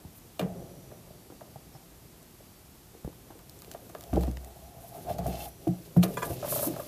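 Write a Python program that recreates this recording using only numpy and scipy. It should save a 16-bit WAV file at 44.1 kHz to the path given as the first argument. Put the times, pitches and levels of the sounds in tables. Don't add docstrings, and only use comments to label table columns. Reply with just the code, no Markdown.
import sys
import numpy as np
from scipy import signal
from scipy.fft import rfft, irfft
from scipy.io import wavfile
from scipy.ndimage import uniform_filter1d

SR = 44100
rng = np.random.default_rng(int(sys.argv[2]) if len(sys.argv) > 2 else 0)


def boost_factor(decibels):
    exponent = np.asarray(decibels, float) / 20
    return 10 ** exponent


def store_wav(level_fs):
    pcm = np.round(np.clip(np.atleast_2d(level_fs), -1, 1) * 32767)
    wavfile.write(sys.argv[1], SR, pcm.T.astype(np.int16))


N = 302967


def rms_one(x):
    return x / np.sqrt(np.mean(x ** 2) + 1e-20)


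def in_time(rows):
    s, *columns = np.transpose(rows)
    return [np.interp(np.arange(N) / SR, s, c) for c in columns]


def band(x, low_hz, high_hz):
    sos = signal.butter(2, [low_hz, min(high_hz, .45 * SR)], "band", fs=SR, output="sos")
    return signal.sosfilt(sos, x)


def drift(rate_hz):
    count = int(rate_hz * N / SR) + 3
    return np.interp(np.linspace(0, count - 1, N), np.arange(count), rng.standard_normal(count))


def coloured(spectrum):
    hz, db = np.transpose(spectrum)
    grid_hz = np.fft.rfftfreq(N, 1 / SR) + 1e-3
    gain = boost_factor(np.interp(np.log(grid_hz), np.log(hz), db))
    return rms_one(irfft(rfft(rng.standard_normal(N)) * gain, N))


def ring(force, hz, t60):
    r, w = boost_factor(-60 / (t60 * SR)), 2 * np.pi * hz / SR
    return signal.lfilter([0, np.sin(w)], [1, -2 * r * np.cos(w), r * r], force + 1e-18)


def grains(per_s, spread_db):
    sizes = boost_factor(spread_db * np.minimum(rng.exponential(1, N), 5)) * rng.choice([-1, 1], N)
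    return sizes * (rng.random(N) < per_s / SR)


def scraped(modes, per_s, spread_db, damping):
    slips = grains(per_s, spread_db)
    out = np.zeros(N)
    for k, (hz, db, t60) in enumerate(modes):
        out += (-1) ** k * boost_factor(db) * ring(slips, hz, t60 * damping)
    return rms_one(out)


def struck(modes, rows_s, levels_db, pitches_hz, shares, focus_db, turns, scatter_db):
    hz, db, t60 = np.transpose(modes)[:, :, None]
    t = np.arange(int(1.5 * t60.max() * SR)) / SR
    side = (-1.0) ** np.arange(len(modes))[:, None]
    rise = np.sin(np.pi / 2 * np.minimum(t * hz / turns, 1)) ** 2
    luck = rng.standard_normal((len(rows_s), len(modes), 1))
    out = np.zeros(N + len(t))
    for s, level_db, pitch_hz, share, strength in zip(rows_s, levels_db, pitches_hz, shares, luck):
        off_db = focus_db * np.minimum(np.abs(np.log2(hz / pitch_hz)), 1.1)
        mode_db = level_db + db - off_db + scatter_db * strength
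        fade = boost_factor(mode_db - 60 * t / (t60 * np.clip(share, .05, 1.5)))
        out[int(s * SR):][:len(t)] += np.sum(side * rise * fade * np.sin(2 * np.pi * hz * t), axis=0)
    return out[:N]


def crack(rows_s, levels_db, t60, low_hz, high_hz, rise_ms=0.1):
    force = np.zeros(N)
    force[(rows_s * SR).astype(int)] = boost_factor(levels_db)
    fade = signal.lfilter([1], [1, -boost_factor(-60 / (t60 * SR))], force + 1e-18)
    swell = np.exp(-1000 / (rise_ms * SR))
    noise = rms_one(band(rng.standard_normal(N), low_hz, high_hz))
    return signal.lfilter([1 - swell], [1, -swell], fade) * noise


def while_running(runs):
    t = np.arange(N) / SR
    return uniform_filter1d(sum((t > start) & (t < end) for start, end in runs).astype(float), size=400)


def strokes(start, end, levels_db, rise_db_per_s, fall_db_per_s):
    t = np.arange(0, N, 32)[:, None] / SR
    db = levels_db - rise_db_per_s * np.maximum(start - t, 0) - fall_db_per_s * np.maximum(t - end, 0)
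    return np.interp(np.arange(N) / SR, t[:, 0], boost_factor(db).sum(axis=1))


def tones(lines):
    t = np.arange(N) / SR
    return sum(np.sqrt(2) * boost_factor(db) * np.sin(2 * np.pi * hz * t) for hz, db in lines)


# (frequency [Hz], density [dB])
AIR = [(15, -63), (25, -7), (49, 1), (96, 0.5), (240, -5.5), (359, -7), (495, -14), (552, -16),
       (631, -12.5), (804, -14.5), (1620, -21.5), (9550, -23.5), (12500, -19), (15500, -30)]


def air():
    return boost_factor(-53) * coloured(AIR)


# (frequency [Hz], level [dB rms])
WHINE = [(12225, -74), (11068, -86), (14212, -88)]
# (frequency [Hz], level [dB rms])
FOCUS = [(5864, -71), (10996, -74), (11727, -81), (14666, -84)]
# (start [s], end [s])
FOCUS_RUNS = [
    (.565, 1.0),
    (4.09, 4.17),
    (4.62, 4.68),
    (5.4, 5.79),
]
# (frequency [Hz], level [dB rms])
SETTLE = [(4662, -75)]
# (start [s], end [s])
SETTLE_RUNS = [
    (1.0, 1.68),
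    (2.4, 2.62),
]


def camera():
    motor = while_running(FOCUS_RUNS) * tones(FOCUS) + while_running(SETTLE_RUNS) * tones(SETTLE)
    return tones(WHINE) + motor


# (frequency [Hz], level [dB], t60 [s])
BELLY = [(122, -1.0, .2), (173, 0.0, .14), (190, -8.0, .2), (222, -5.0, .1), (295, -3.0, .1),
         (330, -2.0, .12)]
# (frequency [Hz], level [dB], t60 [s])
CONE = [(415, 5, 0.047), (454, -2.5, 0.14), (528, 1, 0.045), (603, -0.5, 0.073), (685.3, 3, 0.074),
        (774, 4, 0.068), (776, 0.5, 0.13)]
# (time [s], rumble level [dB])
GRIP = [(0, -50), (.36, -66), (.42, -35.5), (.69, -41), (1.2, -50), (2.7, -61), (3.8, -46.5), (4.24, -45.5),
        (4.36, -47.5), (4.8, -52.5), (5.09, -39), (5.32, -33), (5.5, -46.5), (5.96, -45.5), (6.05, -34),
        (6.4, -35.5), (6.66, -31.5), (6.87, -41)]


def grip_rumble(grip_db):
    rumble = scraped(BELLY + CONE[:3], per_s=400.0, spread_db=3.0, damping=0.47)
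    return boost_factor(grip_db - 7.0) * rumble


# (frequency [Hz], level [dB], t60 [s])
SPOUT = [(583, -35, 0.056), (670, 12, 0.054), (742, 2, 0.079), (802, 1, 0.12), (874, -1, 0.028),
         (1012, -5, 0.021), (1160, 14.5, 0.00099)]
# (start [s], end [s], level [dB])
DRAGS = [(0.433, 0.472, -44), (.5, 0.686, -56), (3.703, 3.8, -59), (4.06, 4.207, -50), (4.258, 4.27, -42.5),
         (4.424, 4.852, -52.5), (4.935, 4.98, -41), (5.086, 5.098, -33), (5.192, 5.468, -39.5),
         (5.65, 5.754, -57), (6.27, 6.327, -42), (6.57, 6.794, -45)]


def spout_scrape(grip_db):
    rub = boost_factor(-65.5 + 0.81 * (grip_db + 49))
    drags = strokes(*np.transpose(DRAGS), rise_db_per_s=410, fall_db_per_s=354)
    return boost_factor(-4.0) * (rub + drags) * scraped(SPOUT, per_s=1500.0, spread_db=1.5, damping=1)


# (time [s], cone level [dB], cone pitch [Hz], belly level [dB], belly pitch [Hz])
KNOCKS = [(.392, -25.5, 640, -33, 267), (.403, -26, 640, -41, 167), (.413, -44, 450, -31.5, 171),
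          (.425, -30.5, 414, -34.5, 173), (4.129, -31, 730, -26, 270), (4.137, -37, 696, -23.5, 236),
          (4.148, -33, 470, -33, 173), (4.189, -46, 630, -30.5, 180), (4.275, -35.5, 560, -28, 228),
          (4.283, -47, 680, -32.5, 234), (4.291, -55, 645, -43, 121), (5.187, -30, 670, -37, 173),
          (5.258, -24.5, 735, -30, 94), (5.266, -36, 740, -37, 200), (5.278, -35, 382, -31.5, 217),
          (5.669, -29.5, 700, -25, 330), (5.685, -44, 694, -22.5, 165), (5.9615, -29, 617, -34, 334),
          (5.9669, -27, 460, -14, 176), (5.973, -40, 450, -30.5, 122), (5.99, -37, 730, -31.5, 173),
          (6.033, -26, 670, -31, 350), (6.048, -33, 670, -50, 350), (6.055, -32, 415, -36, 173),
          (6.318, -36, 401, -48, 114), (6.667, -42, 390, -26, 280), (6.682, -37, 590, -34.5, 340),
          (6.697, -45, 593, -34.5, 298), (6.708, -43, 593, -42, 300), (6.31, -39, 450, -40, 122),
          (.44, -40, 540, -49, 192), (.455, -29, 415, -41, 173)]
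# (time [s], cone
# level [dB], cone pitch [Hz], belly level [dB], ring share [0-1])
LIGHT_TAPS = [(.049, -37, 694, -24, 0.09), (.247, -35, 401, -44, 0.23), (.917, -42.5, 610, -57, 1),
              (1.103, -43.5, 614, -51, 0.68), (1.413, -36.5, 600, -47, 0.63), (1.558, -27, 800, -33, 0.23),
              (1.748, -38.5, 760, -39.5, 0.4), (1.762, -43, 760, -50, 0.24), (2.402, -36, 560, -66, 0.33),
              (3.047, -7.5, 403, 2, 0.06), (3.71, -40, 606, -48, 0.23), (3.745, -32.5, 610, -51, 0.61),
              (3.948, -26.5, 584, -65, 0.43), (4.37, -35, 574, -38.5, 0.3), (4.765, -37, 705, -38, 0.26),
              (4.841, -41, 820, -55, 1), (4.959, -46, 700, -43, 0.3), (5.067, -40, 675, -61, 1),
              (5.081, -31, 685, -58, 1), (5.092, -28.5, 680, -46, 0.9), (5.1, -23, 670, -44, 0.75),
              (5.11, -27, 700, -39, 0.6), (5.122, -50, 670, -46, 0.6), (5.159, -49, 680, -52, 0.4),
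              (5.299, -39, 664, -54, 0.5), (6.087, -33, 410, -50, 0.7), (6.1, -30, 412, -45, 1),
              (6.17, -28, 514, -54, 1), (6.226, -27.5, 492, -53, 0.9)]
# (time [s], cone level [dB], cone pitch [Hz], belly level [dB], ring share [0-1])
SHOULDER_TAPS = [(1.301, -30, 523, -25.5, 0.13), (1.322, -26.5, 490, -35, 0.16),
                 (2.945, -31.5, 415, -43, 0.28), (3.076, -15.5, 437, -13, 0.09), (3.101, -47, 441, -56, 0),
                 (3.303, -28, 820, -34, 0.21), (3.318, -33, 630, -46, 0.2), (3.353, -36, 436, -33.5, 0.23),
                 (3.674, -31, 407, -41, 0.26), (3.896, -39, 680, -42, 0.37), (4.163, -23, 655, -18, 0.25),
                 (4.167, -8.5, 595, -27, 0.26), (4.172, -7, 483, -16, 0.32),
                 (4.2345, -14, 494, -21.5, 0.16), (6.301, -18.5, 515, -24, 0.33)]
KNOCK_RING = 0.98
LIGHT_HZ, SHOULDER_HZ = 113, 350


def body_blows():
    rows = [(*row, KNOCK_RING) for row in KNOCKS]
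    for taps, belly_hz in (LIGHT_TAPS, LIGHT_HZ), (SHOULDER_TAPS, SHOULDER_HZ):
        rows += [(s, db, hz, belly_db, belly_hz, share) for s, db, hz, belly_db, share in taps]
    return rows


def body_knocks():
    s, cone_db, cone_hz, belly_db, belly_hz, share = np.transpose(body_blows())
    belly = struck(BELLY, s, belly_db + 8.5, belly_hz, share, focus_db=22.0, turns=1.1, scatter_db=1.5)
    cone = struck(CONE, s, cone_db, cone_hz, share, focus_db=20.0, turns=1.36, scatter_db=2.0)
    return belly + cone


# (frequency [Hz], level [dB], t60 [s])
FRAME = [(63.4, 1.5, 0.19), (94, 9, 0.064)]
# (time [s], level [dB], ring share [0-1])
JOLTS = [
    (0.051, -34.5, 0.33),
    (3.047, -33.5, 0.74),
    (4.128, -28, 0.86),
    (4.175, -34, 0.57),
    (5.109, -32, 0.56),
    (5.198, -32, 0.5),
    (5.673, -37, 0.7),
    (5.986, -34, 1),
    (6.3, -34, 0.8),
]


def frame_jolts():
    s, level_db, share = np.transpose(JOLTS)
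    pitch_hz = np.full_like(s, 75.0)
    return struck(FRAME, s, level_db - 0.5, pitch_hz, share, focus_db=-8.0, turns=0.29, scatter_db=1.5)


def yard(x, t60=.35, wet_db=-11.0):
    t = np.arange(SR // 2) / SR
    echoes = rng.standard_normal(len(t)) * boost_factor(-60 * t / t60) * (t > .006)
    wet = signal.oaconvolve(x, echoes / np.linalg.norm(echoes))[:N]
    return boost_factor(wet_db) * band(wet, 120, 1800)


# (start [s], end [s], rim scrape level [dB], skin hiss level [dB])
SLIDING = [(.17, 0.18, -73, -57.5), (3.52, 4.143, -60, -66), (4.147, 4.29, -50, -63),
           (4.405, 4.695, -59.5, -64.5), (4.81, 4.895, -59, -58), (4.942, 5.046, -54, -57),
           (5.099, 5.135, -46.5, -53.5), (5.253, 5.347, -46, -56.5), (5.37, 5.397, -48.5, -57),
           (5.421, 5.432, -44.5, -52), (5.447, 5.468, -49, -52), (5.487, 5.53, -61, -67),
           (5.614, 5.95, -57.5, -63.5), (6.082, 6.143, -49, -52.5), (6.185, 6.247, -45.5, -51),
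           (6.27, 6.336, -45.5, -48), (6.37, 6.467, -44, -62), (6.502, 6.52, -40, -37),
           (6.548, 6.596, -37, -37), (6.63, 6.657, -45, -35.5), (6.672, 6.678, -49, -44),
           (6.703, 6.764, -45, -58), (6.79, 6.87, -47, -51.5)]
# (time [s], rim scrape level [dB], skin hiss level [dB])
SCUFFS = [
    (3.72, -50, -61),
    (4.23, -56, -53),
    (4.37, -70, -75),
    (5.19, -42, -50),
    (5.276, -62, -46),
    (5.68, -58, -55),
    (5.972, -44, -46),
    (6.036, -27, -32.5),
    (5.855, -49, -69),
    (6.305, -54, -60),
]
# (frequency [Hz], density [dB])
SKIN = [(1470, -61), (2980, -36), (3390, -5.5), (7220, 1), (11000, 11.5), (13200, 13.5), (14700, 3.5),
        (15500, 9)]
# (frequency [Hz], level [dB], t60 [s])
RIDGES = [(2680, 0, .04), (3100, -3, .03), (3520, -4, .04), (4200, -6, .035), (5110, -7, .03)]
# (start [s], end [s])
RIDGE_RUNS = [
    (5.09, 5.13),
    (5.28, 5.465),
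]


def finger_slides():
    start, end, *slide_db = np.transpose(SLIDING)
    s, *scuff_db = np.transpose(SCUFFS)
    on_rim, on_skin = (strokes(start, end, long_db, rise_db_per_s=308, fall_db_per_s=475)
                       + strokes(s, s, short_db, rise_db_per_s=1800, fall_db_per_s=1000)
                       for long_db, short_db in zip(slide_db, scuff_db))
    rim = rms_one(band(grains(6000.0, 2.5), 1800, 7000))
    ridge_gain = .25 + .65 * while_running(RIDGE_RUNS)
    rim += ridge_gain * scraped(RIDGES, per_s=900.0, spread_db=3.0, damping=1)
    rim *= boost_factor(1.5 * drift(60.0))
    skin = coloured(SKIN) * boost_factor(2.0 * drift(250.0) + 1.5 * drift(60.0))
    return boost_factor(-9.5) * on_rim * rim + boost_factor(3.0) * on_skin * skin


# (time [s], level [dB], top part level [dB], top pitch [Hz])
CLACKS = [(0.3927, -29.5, -25.5, 2770), (0.3952, -36, -34.5, 2830), (0.412, -32, -38, 2450),
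          (5.992, -49, -56, 2300), (1.408, -44, -74, 2270), (.913, -47, -75, 2400), (1.301, -52, -75, 2400),
          (1.322, -58, -75, 2400), (1.559, -57, -75, 2400), (1.75, -50, -70, 2400), (1.763, -57, -70, 2400),
          (3.126, -52, -72, 2400), (3.305, -50, -72, 2400), (3.393, -53, -70, 2400),
          (3.953, -59, -58, 2700), (0.426, -44, -44, 2450), (6.05, -44, -44, 2600), (6.058, -42, -46, 2400),
          (3.0437, -46, -62, 3320), (3.319, -49, -71, 2400), (3.6201, -46.5, -58, 3670),
          (3.746, -39.5, -53, 2840), (3.896, -46, -67, 3040), (3.9483, -37, -59, 2700),
          (4.129, -36, -46, 2500), (4.14, -42, -53, 2600), (4.226, -62, -52, 2900), (4.163, -38, -55, 2110),
          (4.176, -56, -59, 2550), (4.233, -39, -55, 3120), (4.276, -42, -62, 2830),
          (4.3676, -48, -67, 2090), (5.097, -39, -53, 2510), (5.185, -38, -54, 4210),
          (5.26, -42, -58, 3960), (5.67, -40.5, -54, 2750), (5.964, -31, -52, 2250),
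          (6.0282, -29.5, -24, 2930), (6.033, -29, -24, 4260), (6.19, -52, -55, 3370),
          (6.238, -37, -55, 2450), (6.3026, -43, -55, 4330)]
# (frequency [Hz], level [dB], t60 [s])
RIM = [(948, -2, 0.05), (1080, -4, 0.03), (1195, -1, 0.055), (1393, -3, 0.03), (1545, -4, 0.07),
       (1685, -5, 0.08), (1900, -6, .05)]
# (frequency [Hz], level [dB], t60 [s])
RIM_TOP = [(2309, -6, .09), (2412, 0, .14), (2606, -4, .1), (2830, 0, .07), (3050, -3, .07),
           (3200, -3, .05), (3400, -4, .07), (3585, -3, .05), (3780, -3, .045), (4075, -5, .05),
           (4310, -1, .045), (4650, -5, .03)]
CLACK_HZ, CLACK_RING, RING_LOSS_PER_DB = 980, .75, .004
RIM_SCATTER_DB = 2.5


def rim_clacks():
    s, level_db, top_db, top_hz = np.transpose(CLACKS)
    rim_hz = np.full_like(s, CLACK_HZ)
    share = CLACK_RING - RING_LOSS_PER_DB * (level_db + 40)
    out = struck(RIM, s, level_db - 0.5, rim_hz, share, focus_db=14.5, turns=1.06, scatter_db=RIM_SCATTER_DB)
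    out += struck(RIM_TOP, s, top_db - 9.0, top_hz, share, focus_db=10.0, turns=2.9,
                  scatter_db=RIM_SCATTER_DB)
    out += crack(s, top_db - 12.5, 0.052, 1500, 24000, rise_ms=0.31)
    return out + crack(s, level_db - 15.5, 0.15, 530, 1840, rise_ms=0.57)


# (time [s], level [dB])
SHUDDERS = [
    (.45, -36),
    (5.72, -53),
    (6.02, -37.5),
]


def shudder():
    s, level_db = np.transpose(SHUDDERS)
    wall = scraped(BELLY[1:3], per_s=720.0, spread_db=-0.5, damping=0.95)
    return wall * strokes(s, s, level_db, rise_db_per_s=504, fall_db_per_s=51)


# (time [s], peak level [dB], dull part level re peak [dB])
TICKS = [(2.2287, -44, -36), (3.047, -44.5, -36), (3.391, -47, -16), (3.496, -35.5, -42),
         (3.5897, -43, -29), (3.62, -34.5, -28), (3.6463, -44, -12.5), (3.7145, -32, -19),
         (3.7384, -40, -19), (3.894, -44, -30), (3.898, -47, -30), (3.901, -46, -30), (3.598, -45, -30),
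         (3.7188, -46, -25), (3.985, -46, -25), (4.022, -44, -18), (4.029, -43, -23), (5.1025, -40, -20),
         (5.3245, -46, -25), (6.4717, -43, -30), (6.488, -33, -32), (3.9497, -51.5, -2.5),
         (4.009, -37, -18), (4.0378, -37, -17), (4.137, -37.5, -22), (4.1592, -43.5, -7),
         (4.2095, -39, -15), (4.2344, -39.5, -8), (4.3132, -40, -20), (4.371, -44, -5.5), (4.197, -51, -10),
         (4.216, -41, -25), (4.224, -48, -13), (4.252, -46, -15), (4.27, -45, -13), (4.4463, -38.5, -22),
         (5.184, -34.5, -22.5), (5.2666, -31.5, -27), (5.677, -43, -15), (5.969, -43, -17)]
# (time [s], level [dB], low edge [Hz], high edge [Hz])
SQUEAK = (1.725, -63.0, 5100, 5700)


def ticks():
    s, peak_db, dull_db = np.transpose(TICKS)
    snaps = crack(s, peak_db - 0.5, 0.0079, 4700, 20000)
    snaps += crack(s, peak_db + dull_db + 11.5, 0.011, 540, 4400)
    s, db, low_hz, high_hz = SQUEAK
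    slips_s = s + np.array([0, .012, .025])
    return snaps + crack(slips_s, np.full(3, db), .08, low_hz, high_hz, rise_ms=5.0)


# (start [s], end [s], level [dB])
HUM = [
    (4.161, 4.26, -35.5),
    (4.632, 4.68, -60.5),
    (5.066, 5.128, -54.5),
    (5.258, 5.29, -43.5),
]


def hum():
    hz = FRAME[0][0] + 1.5 * drift(9.0)
    swing = np.sqrt(2) * np.sin(2 * np.pi * np.cumsum(hz) / SR)
    return swing * boost_factor(7.0) * strokes(*np.transpose(HUM), rise_db_per_s=304, fall_db_per_s=88)


# (frequency [Hz], level [dB], t60 [s])
TAB = [(945, 0, .065), (1010, -3, .05), (1195, -3, .075), (1440, -8, .04), (1600, -9, .05),
       (1690, -14, .17), (1745, -21, .1), (2000, -11, .04), (2420, -10, .04), (3320, -15, .04),
       (3440, -16, .04), (7170, -14, .045)]
# (time [s], level [dB])
PINGS = [
    (6.17, -27.5),
    (6.177, -34),
    (6.22, -30),
    (6.227, -26.5),
]


def tab():
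    s, level_db = np.transpose(PINGS)
    free = np.ones_like(s)
    modes = struck(TAB, s, level_db, TAB[0][0] * free, free, focus_db=0, turns=4.0, scatter_db=1.5)
    body = crack(s, level_db - 13.0, .07, 630, 2100, rise_ms=2.5)
    return modes + body + crack(s, level_db - 18.0, 0.1, 5030, 12900, rise_ms=1.0)


# (frequency [Hz], level [dB], t60 [s])
NECK = [(540, -11, 0.06), (595, 0.5, 0.082), (685, -8.5, 0.044), (1026, -13.5, 0.054), (1204, -11.5, 0.03),
        (1272, -5, 0.02), (1640, -14.5, 0.024), (1920, -25, 0.0087)]
# (time [s], level [dB])
RATTLE = [(6.4264, -27.5), (6.4436, -26.5), (6.476, -31), (6.522, -24.5), (6.559, -23.5), (6.575, -41),
          (6.591, -26), (6.627, -24.5), (6.641, -30), (6.655, -40), (6.669, -30), (6.737, -37),
          (6.762, -31), (6.776, -49), (6.7954, -27), (6.808, -47), (6.828, -52), (6.456, -34), (6.535, -42),
          (6.398, -43)]


def rattle():
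    s, level_db = np.transpose(RATTLE)
    free = np.ones_like(s)
    neck = struck(NECK, s, level_db, NECK[0][0] * free, free, focus_db=0, turns=2.4, scatter_db=2.0)
    return neck + crack(s, level_db - 13.5, 0.08, 640, 1180, rise_ms=1.2)


def scene():
    grip_db, = in_time(GRIP)
    hits = body_knocks() + frame_jolts() + rim_clacks() + tab() + rattle()
    hands = grip_rumble(grip_db) + spout_scrape(grip_db) + finger_slides() + ticks()
    return (air() + camera() + hands + hits + yard(hits) + shudder() + hum())[None]


def roll_off(x):
    return signal.sosfilt(signal.butter(12, 16350, fs=SR, output="sos"), x)


def record(dry):
    x = signal.sosfilt(signal.butter(2, 30, "high", fs=SR, output="sos"), dry)
    x = signal.sosfilt(signal.ellip(10, 1, 50, 15400, fs=SR, output="sos"), x)
    return roll_off(x)


dry = scene()
out = record(dry)
store_wav(out)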